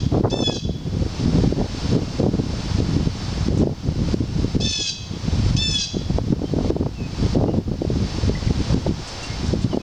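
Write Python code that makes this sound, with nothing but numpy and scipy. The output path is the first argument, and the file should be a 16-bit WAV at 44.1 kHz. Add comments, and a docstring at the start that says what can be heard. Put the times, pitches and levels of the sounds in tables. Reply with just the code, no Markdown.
"""Gusts buffet a microphone in a garden, over a steady hiss of leaves. At 0.3 s a young hawk begs from
a stone plinth: its syrinx gives a falling whistle that breaks, by period doubling, into a rasp.
The wind eases, and the hawk cries again at 4.6 s and 5.6 s. From 6.4 s small birds call far off as
the gusts return; after 9 s a few dry leaves flick. Throughout, a limiter ducks the whole garden
at each hard blow, then lets it swell back."""
import sys
import numpy as np
from scipy import signal
from scipy.fft import rfft, irfft, next_fast_len
from scipy.io import wavfile
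from scipy.ndimage import uniform_filter1d

SR = 44100
rng = np.random.default_rng(int(sys.argv[2]) if len(sys.argv) > 2 else 0)


def master_out(mix):
    """Clip the mix to full scale and print it as 16-bit PCM to the path in sys.argv[1]."""
    frames = np.transpose(np.atleast_2d(mix))
    ceiling = np.clip(frames, -1, 1)
    pcm = np.round(ceiling * 32767).astype(np.int16)
    wavfile.write(sys.argv[1], SR, pcm)


N = 433062
TIME = np.arange(N) / SR

# Levels are relative within each table.
# Hawk cries: t/s, length/s, top pitch/Hz, level/dB, dip after/s, dip depth/dB, break after/s,
# roughness before the break (0-1), spectral tilt/(dB per octave)
HAWK_CRIES = [(.298, .31, 1783, -13, 0.12, 8, .22, .06, -0.5),
              (4.6, .335, 1779, -12.5, 0.11, 1.5, 0.27, 0.4, 0),
              (5.564, .315, 1788, -14.5, 0.144, 11, 0.213, .05, -0.5)]
# Resonances of the hawk's throat: f/Hz, level/dB
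THROAT_RESPONSE = [(900, -39), (1750, -21), (2600, -8), (3450, 1.5), (4300, -12.5), (5200, -6), (6100, -8),
                   (6900, -17.5), (7900, -23.5), (8800, -32.5), (10500, -52.5), (13000, -59)]
# Spectral density of the broken voice: f/Hz, level/dB
RASP_SPECTRUM = [(1600, -37), (2100, -41), (2400, -17), (2600, 3.5), (2850, -34), (3300, 3.5), (3700, 7),
                 (4200, 0.5), (4900, 8), (5500, 3.5), (6600, 2), (7300, -17), (8600, -19), (12000, -53.5)]
# The hardest single eddies: t/s, peak level/dB, eddy rate/Hz
HARD_EDDIES = [(.005, -5, 168), (0.067, 2, 147), (.145, 0.5, 530), (0.182, 2, 400), (.21, 7, 255),
               (.248, 7.5, 605), (.257, 7.5, 523), (.343, 10, 414), (.405, 7, 436), (.498, 9, 547),
               (1.26, -5, 170), (1.478, -3.5, 175), (1.526, -1, 315), (1.615, -2.5, 386), (1.967, 0, 248),
               (2.203, -2, 275), (2.232, -2.5, 355), (2.265, 1.5, 390), (2.401, -1.5, 236),
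               (2.751, -8, 100), (2.804, -3.5, 290), (2.967, -4, 195), (3.074, -3.5, 240),
               (3.486, -1.5, 227), (3.636, 5, 322), (3.673, 6, 346), (3.695, -2, 374), (4.144, 2.5, 265),
               (4.207, 2, 190), (4.447, -1, 233), (4.567, 4, 232), (5.138, -10, 219), (5.553, -1.5, 149),
               (5.969, 1, 268), (6.186, 2, 467), (6.306, 0.5, 151), (6.419, -3.5, 320), (6.443, -3, 360),
               (6.538, .5, 295), (6.706, 6.5, 313), (6.766, 3, 385), (6.811, 5.5, 266), (7.357, -1, 350),
               (7.373, 3, 290), (7.413, 1.5, 437), (7.441, 6, 450), (7.495, 5, 350), (7.542, 2, 320),
               (7.588, 7.5, 260), (7.82, 0, 350), (7.851, -1.5, 325), (7.903, -2, 310), (8.296, -3.5, 287),
               (8.475, -8.5, 153), (8.746, -1, 238), (8.894, -3, 213), (9.448, -12.5, 180),
               (9.539, -3, 314), (9.648, -0.5, 153), (9.747, -1.5, 306), (9.774, 3.5, 387)]
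# Gusts at the microphone: t/s, length/s, level/dB, eddy rate/Hz
WIND_GUSTS = [(0.127, 0.085, -7, 402), (.238, 0.03, -1.5, 457), (0.313, 0.12, -5, 404),
              (0.467, 0.1, -5.5, 320), (0.627, 0.074, -7.5, 159), (0.825, .25, -17.5, 170),
              (1.202, 0.35, -16, 202), (1.567, 0.078, -13, 292), (1.892, .14, -14.5, 260),
              (2.201, .15, -12, 233), (2.373, 0.11, -19, 219), (2.785, .29, -18.5, 182),
              (3.496, 0.09, -16, 222), (3.6, 0.12, -9, 243), (3.84, 0.049, -11.5, 217),
              (3.99, 0.045, -19, 170), (4.188, 0.043, -5.5, 194), (4.33, 0.13, -12.5, 185),
              (4.547, 0.13, -12.5, 211), (4.782, .018, -13.5, 279), (5.39, 0.25, -16.5, 99),
              (5.935, 0.064, -16, 230), (6.11, .1, -16.5, 140), (6.27, 0.082, -10, 187),
              (6.42, 0.026, -10, 290), (6.504, 0.24, -15.5, 240), (6.688, 0.19, -13.5, 243),
              (6.984, 0.048, -19, 194), (7.22, .04, -11.5, 255), (7.359, 0.249, -8, 294),
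              (7.671, 0.077, -10.5, 175), (7.804, .24, -15.5, 225), (8.225, 0.14, -18, 164),
              (8.45, 0.17, -19, 151), (8.704, .08, -13.5, 200), (8.864, 0.064, -15.5, 203),
              (9.433, 0.27, -19.5, 170), (9.73, 0.067, -19, 308)]
# Light air between the gusts: t/s, level/dB
BREEZE_LEVEL = [(0, -16.5), (.75, -15.5), (1.11, -26), (2.6, -22.5), (3.2, -25), (4.0, -19.5), (4.85, -22),
                (5.05, -23), (5.72, -16), (5.86, -25), (6.05, -18.5), (7.15, -23.5), (7.9, -16),
                (8.12, -26.5), (8.97, -26), (9.1, -41.5), (9.25, -46), (9.285, -27.5)]
# Whistles of far birds: t/s, length/s, first pitch/Hz, last pitch/Hz, level/dB
BIRD_NOTES = [(6.44, .06, 3140, 3150, -41), (6.5, 0.059, 2900, 2730, -50), (6.935, 0.16, 2870, 2510, -39),
              (7.46, 0.08, 2760, 2870, -40), (8.348, .016, 1700, 2050, -30.5),
              (8.475, 0.014, 2600, 1970, -37.5), (9.223, 0.039, 2720, 2750, -36),
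              (9.27, 0.099, 2060, 2150, -46), (9.702, .06, 3400, 2870, -38),
              (9.775, 0.075, 2600, 2530, -46)]
# Spectral density of leaf hiss over a distant rumble: f/Hz, level/dB
LEAF_SPECTRUM = [(25, 13.5), (70, 16.5), (250, 4.5), (450, 4.5), (900, 4), (1300, -0.5), (2000, -3.5),
                 (3200, -2), (4200, -0.5), (5000, 2), (6200, -5), (8000, -16.5), (10000, -28.5),
                 (12500, -41.5)]
# Dry leaves flicking: t/s, level/dB
LEAF_FLICKS = [(3.575, -42), (9.075, -41), (9.23, -40), (9.462, -43), (9.615, -42)]
# Reverberation time among trees and walls: f/Hz, T60/s
GARDEN_T60 = [(1500, 0.22), (3300, 0.73), (5000, 0.58), (7000, 0.55), (10000, 0.22)]
# Faint stereo width in the garden's treble, side relative to mid: f/Hz, level/dB
STEREO_WIDTH = [(250, -88), (700, -58), (1400, -53), (2200, -64), (3300, -35.5), (5000, -20), (9000, -18.5)]


def hawk(voice_db=2.0, echo_db=-9.0, earlier_s=0.37, earlier_db=-2):
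    """Direct and reverberant sound add: three cries, and the dying echo of an earlier one."""
    voice = np.zeros(N + SR)  # begins one second early
    add(voice, 1 - earlier_s, gain_of(earlier_db) * syrinx(*HAWK_CRIES[2][1:]))
    for s, *shape in HAWK_CRIES:
        add(voice, 1 + s, syrinx(*shape))
    return (gain_of(voice_db) * voice + gain_of(echo_db) * garden_echo(voice))[SR:]


def syrinx(*shape, half_partial_db=-7, hoarse_hz=130, breath=0.039, lock_hz=2580, lock_db=3):
    """Period doubling: alternate cycles are unequal, the period doubles again, then chaos sets in."""
    *course, tilt_db = shape
    hz, level_db, rough, dip_db = cry_contour(*course)
    rough, size = np.clip(rough, 0, .95), len(hz)
    jitter = 1 + 0.00307 * wander(size, 60) + 0.00202 * wander(size, 17.4)
    phase = 2 * np.pi * np.cumsum(hz * jitter) / SR
    phase += 0.065 * rough * wander(size, 400)  # uneven cycles smear the high partials most
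    voice = np.zeros(size)
    for k in np.arange(2, 16) / 2:
        # as the voice breaks, its lowest half partial locks on to a throat resonance
        lock = np.minimum(2 * rough, 1) * (k == 1.5)
        pull_hz = lock * (lock_hz - k * hz)
        partial_db = read(THROAT_RESPONSE, k * hz + pull_hz) + half_partial_db * (k % 1 > 0)
        clear = gain_of(partial_db + lock_db * lock + 3.2 * wander(size, 27))
        # in chaos every partial frays into a narrow band; the lowest keep their pitch longest
        chaos = wander(size, hoarse_hz) + 1j * wander(size, hoarse_hz)
        frayed = gain_of(read(RASP_SPECTRUM, k * hz)) * chaos / 3
        fray = rough if k >= 2 else 0.13 * rough
        strength = gain_of(tilt_db * np.log2(k / 2) - dip_db * (k <= 2))  # low partials dip briefly
        angle = k * phase + 2 * np.pi * (np.cumsum(pull_hz) / SR + rng.random())
        voice += strength * (((1 - fray) * clear + fray * frayed) * np.exp(1j * angle)).real
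    voice *= 1 + 0.69 * np.minimum(rough, .25) * np.cos(phase / 4)  # second period doubling
    rasp = noise(size, lambda f: gain_of(read(RASP_SPECTRUM, f))) * (1 + 0.92 * np.cos(phase / 2))
    rasp_share = np.clip(breath + 0.59 * rough, 0, .9)
    sound = np.sqrt(1 - rasp_share ** 2) * unit_rms(voice) + rasp_share * unit_rms(rasp)
    flutter_db = 1.27 * wander(size, 68)
    return sound * gain_of(level_db + flutter_db) * signal.windows.tukey(size, .02)


def cry_contour(length, top_hz, db, dip_s, dip_db, break_s, rough_held,
                scoop=.19, sag=.135, swell_s=0.049, release_s=0.039, rough_broken=0.68):
    """Modulation: a scratchy scoop, a brief mid-cry dip in the low partials, a hoarse falling end."""
    t = np.arange(0, length, 1 / SR)
    hz = top_hz * (1 - scoop * np.exp(-t / .012) - sag * (t / length) ** 2)
    scratch = np.exp(-(t / .017) ** 2)
    dip = np.exp(-((t - dip_s) / 0.025) ** 2)
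    broken = .5 + .5 * np.tanh((t - break_s) / 0.022)
    release = np.maximum(1 - (length - t) / release_s, 0)
    level_db = db - 11 * np.exp(-t / swell_s) - 2 * broken - 15.5 * release  # swells, tires, stops
    rough = rough_held + .8 * scratch + 0.12 * dip + (rough_broken - rough_held) * broken
    return hz, level_db, rough, dip_db * dip


def wind(rebound_rad=1.0, spread=1.136, wake=0.31, wake_s=0.00564):
    """Pressure pulses: a hard eddy displaces the flow with a push, an uneven rebound and a wake."""
    blows, displaced = np.zeros(N), np.zeros(N)
    t = np.arange(-(SR // 50), SR // 50) / SR
    for s, db, hz in HARD_EDDIES:
        passage = 2 * np.pi * hz * t / spread
        skew = np.exp(1j * rng.uniform(-rebound_rad, rebound_rad))
        push = (skew / (1 - 1j * passage / 3) ** 4).real
        blow = rng.choice([-1, 1]) * gain_of(db) * push / abs(push).max()
        add(blows, s + t[0], blow)
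        add(blows, s + t[0] + wake_s * rng.uniform(0.633, 1.474), -wake * blow)
        add(displaced, s + t[0], np.exp(-(passage / 1.56) ** 2))
    return turbulence() * (1 - np.minimum(displaced, 1)) + blows


def turbulence(level_db=-0.58, surge_db=3, port_hz=66, crest=9.6):
    """Turbulent pressure at the microphone port: faster air makes smaller eddies and a wider band."""
    db, rate_hz = airflow()
    surge = wander(N, 67.0)
    corner_hz = 1.52 * rate_hz * np.exp(0.22 * surge)
    flow, power = np.zeros(N), np.zeros(N)
    for hz in 25 * 2 ** (np.arange(10) * 2 / 3):
        band = noise(N, lambda f: np.exp(-(2 * np.log2((f + 1) / hz)) ** 2))
        port_highpass = 1 / np.hypot(1, (port_hz / hz) ** 2)
        weight = np.sqrt(hz) * port_highpass / (1 + (hz / corner_hz) ** 2) ** 2.287
        flow += weight * band
        power += weight ** 2
    flow = unit_rms(flow / np.sqrt(power) * gain_of(surge_db * surge))
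    return crest * np.tanh(flow / crest) * gain_of(level_db + db)


def airflow(breeze_eddy_hz=141, rise_s=0.0065, fall_s=0.013):
    """Incoherent addition: breeze and gusts sum in power; the eddy rate is their power-weighted mean."""
    power = gain_of(np.interp(TIME, *np.transpose(BREEZE_LEVEL))) ** 2
    weighted_rate = breeze_eddy_hz * power
    for s, length, db, hz in WIND_GUSTS:
        t = np.arange(-(SR // 10), (length + .2) * SR) / SR
        envelope = np.exp(np.minimum(t, 0) / rise_s - np.maximum(t - length, 0) / fall_s)
        gust_power = (gain_of(db) * envelope) ** 2
        add(power, s + t[0], gust_power)
        add(weighted_rate, s + t[0], hz * gust_power)
    return 10 * np.log10(power), weighted_rate / power


def far_birds(direct_db=-2.0, echo_db=-15):
    """Frequency glides: short, nearly pure whistles slide and settle on a pitch."""
    calls = np.zeros(N)
    for s, length, first_hz, last_hz, db in BIRD_NOTES:
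        size = int(length * SR)
        glide_hz = last_hz + (first_hz - last_hz) * np.linspace(1, 0, size) ** 3
        hz = glide_hz * (1 + .012 * wander(size, 200))
        whistle = np.sin(2 * np.pi * np.cumsum(hz) / SR) * signal.windows.tukey(size, .6)
        add(calls, s, gain_of(db) * unit_rms(whistle))
    return gain_of(direct_db) * calls + gain_of(echo_db) * garden_echo(calls)


def leaves(level_db=-32.0, grain_db=0.11, swell_db=0.65, flick_decay_s=0.028):
    """Friction noise: countless brushing leaves sum to a hiss; now and then a near one flicks."""
    hiss = noise(N, lambda f: gain_of(read(LEAF_SPECTRUM, f)))
    hiss *= gain_of(level_db + grain_db * wander(N, 170) + swell_db * wander(N, 3.1))
    t = np.arange(SR // 10) / SR
    for s, db in LEAF_FLICKS:
        crackle = noise(len(t), lambda f: np.exp(-((f - 6200) / 2300) ** 2))
        crackle *= gain_of(4.3 * wander(len(t), 400))
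        add(hiss, s, gain_of(db) * crackle * np.exp(-t / flick_decay_s))
    return hiss


def garden_echo(x, echoes_per_s=2500, gap_s=.012):
    """Reverberation: sparse reflections from trunks, leaves and walls, lasting longest near 3.3 kHz."""
    taps = rng.standard_normal(SR) * (rng.random(SR) < echoes_per_s / SR) * (np.arange(SR) > gap_s * SR)
    hz, t, spectrum = signal.stft(taps, SR, nperseg=256)
    decay = gain_of(-60 * t / read(GARDEN_T60, hz)[:, None])
    tail = signal.istft(spectrum * decay, SR, nperseg=256)[1]
    return signal.fftconvolve(x, tail / np.linalg.norm(tail))[:len(x)]


def gain_of(db):
    """The decibel law: 20 dB is a tenfold amplitude."""
    return 10 ** (np.asarray(db) / 20)


def unit_rms(x):
    """Normalisation to rms 1."""
    return x / np.sqrt(np.mean(x ** 2) + 1e-20)


def read(points, hz):
    """Interpolation of a table on a log-frequency axis."""
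    f, value = np.transpose(points)
    return np.interp(np.log(hz + 1), np.log(f + 1), value)


def add(mix, s, sound):
    """Superposition: a sound joins the mix at time s."""
    part = mix[max(round(s * SR), 0):][:len(sound)]
    part += sound[:len(part)]


def noise(size, shape):
    """Spectral shaping: noise of rms 1 whose amplitude spectrum follows shape(f)."""
    padded = next_fast_len(size)
    white = rfft(rng.standard_normal(padded))
    return unit_rms(irfft(white * shape(np.fft.rfftfreq(padded, 1 / SR)), padded)[:size])


def wander(size, hz):
    """Random modulation: low-pass noise of rms 1 that moves at up to about hz."""
    return noise(size, lambda f: np.exp(-(f / hz) ** 2))


def scene():
    """Mid-side stereo: faint width in the garden's treble; wind and bass stay centred."""
    mid = hawk() + far_birds() + leaves()
    padded = next_fast_len(N + SR)
    side_gain = gain_of(read(STEREO_WIDTH, np.fft.rfftfreq(padded, 1 / SR)))
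    side = irfft(1j * rfft(mid, padded) * side_gain, padded)[:N]
    return np.array([mid + side, mid - side]) + wind()


def limiter(x, limit_db=-7.5, clamp_s=0.0022, recover_db_per_s=29, treble_bias=2, opening_duck_db=8):
    """Peak limiting: the gain drops at once on a peak, treble counting extra, and recovers slowly."""
    sensed = signal.lfilter([1 + treble_bias, -treble_bias], [1], x.mean(0))
    recovery_db = recover_db_per_s * TIME
    opening_db = np.maximum(opening_duck_db - recovery_db, 0)  # still recovering from an earlier gust
    over_db = np.maximum(20 * np.log10(abs(sensed) + 1e-9) - limit_db, opening_db)
    held_db = np.maximum.accumulate(over_db + recovery_db) - recovery_db
    return x * gain_of(-uniform_filter1d(held_db, round(clamp_s * SR)))


def record(dry, ceiling=.55, self_noise_db=-65, edge_hz=15800):
    """Saturation rounds off what slips through the limiter; amplifier hiss and a band limit follow."""
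    out = limiter(dry)
    out = out / (1 + (out / ceiling) ** 6) ** (1 / 6)
    hiss = np.array([noise(N, lambda f: f ** 2 / (f ** 2 + 3000 ** 2)) for _ in dry])
    out = (out + gain_of(self_noise_db) * hiss) * signal.windows.tukey(N, .001)
    lowpass = signal.firwin(511, edge_hz, window=("kaiser", 9), fs=SR)
    return signal.oaconvolve(out, lowpass[None], "same")


dry = scene()
out = record(dry)
master_out(out)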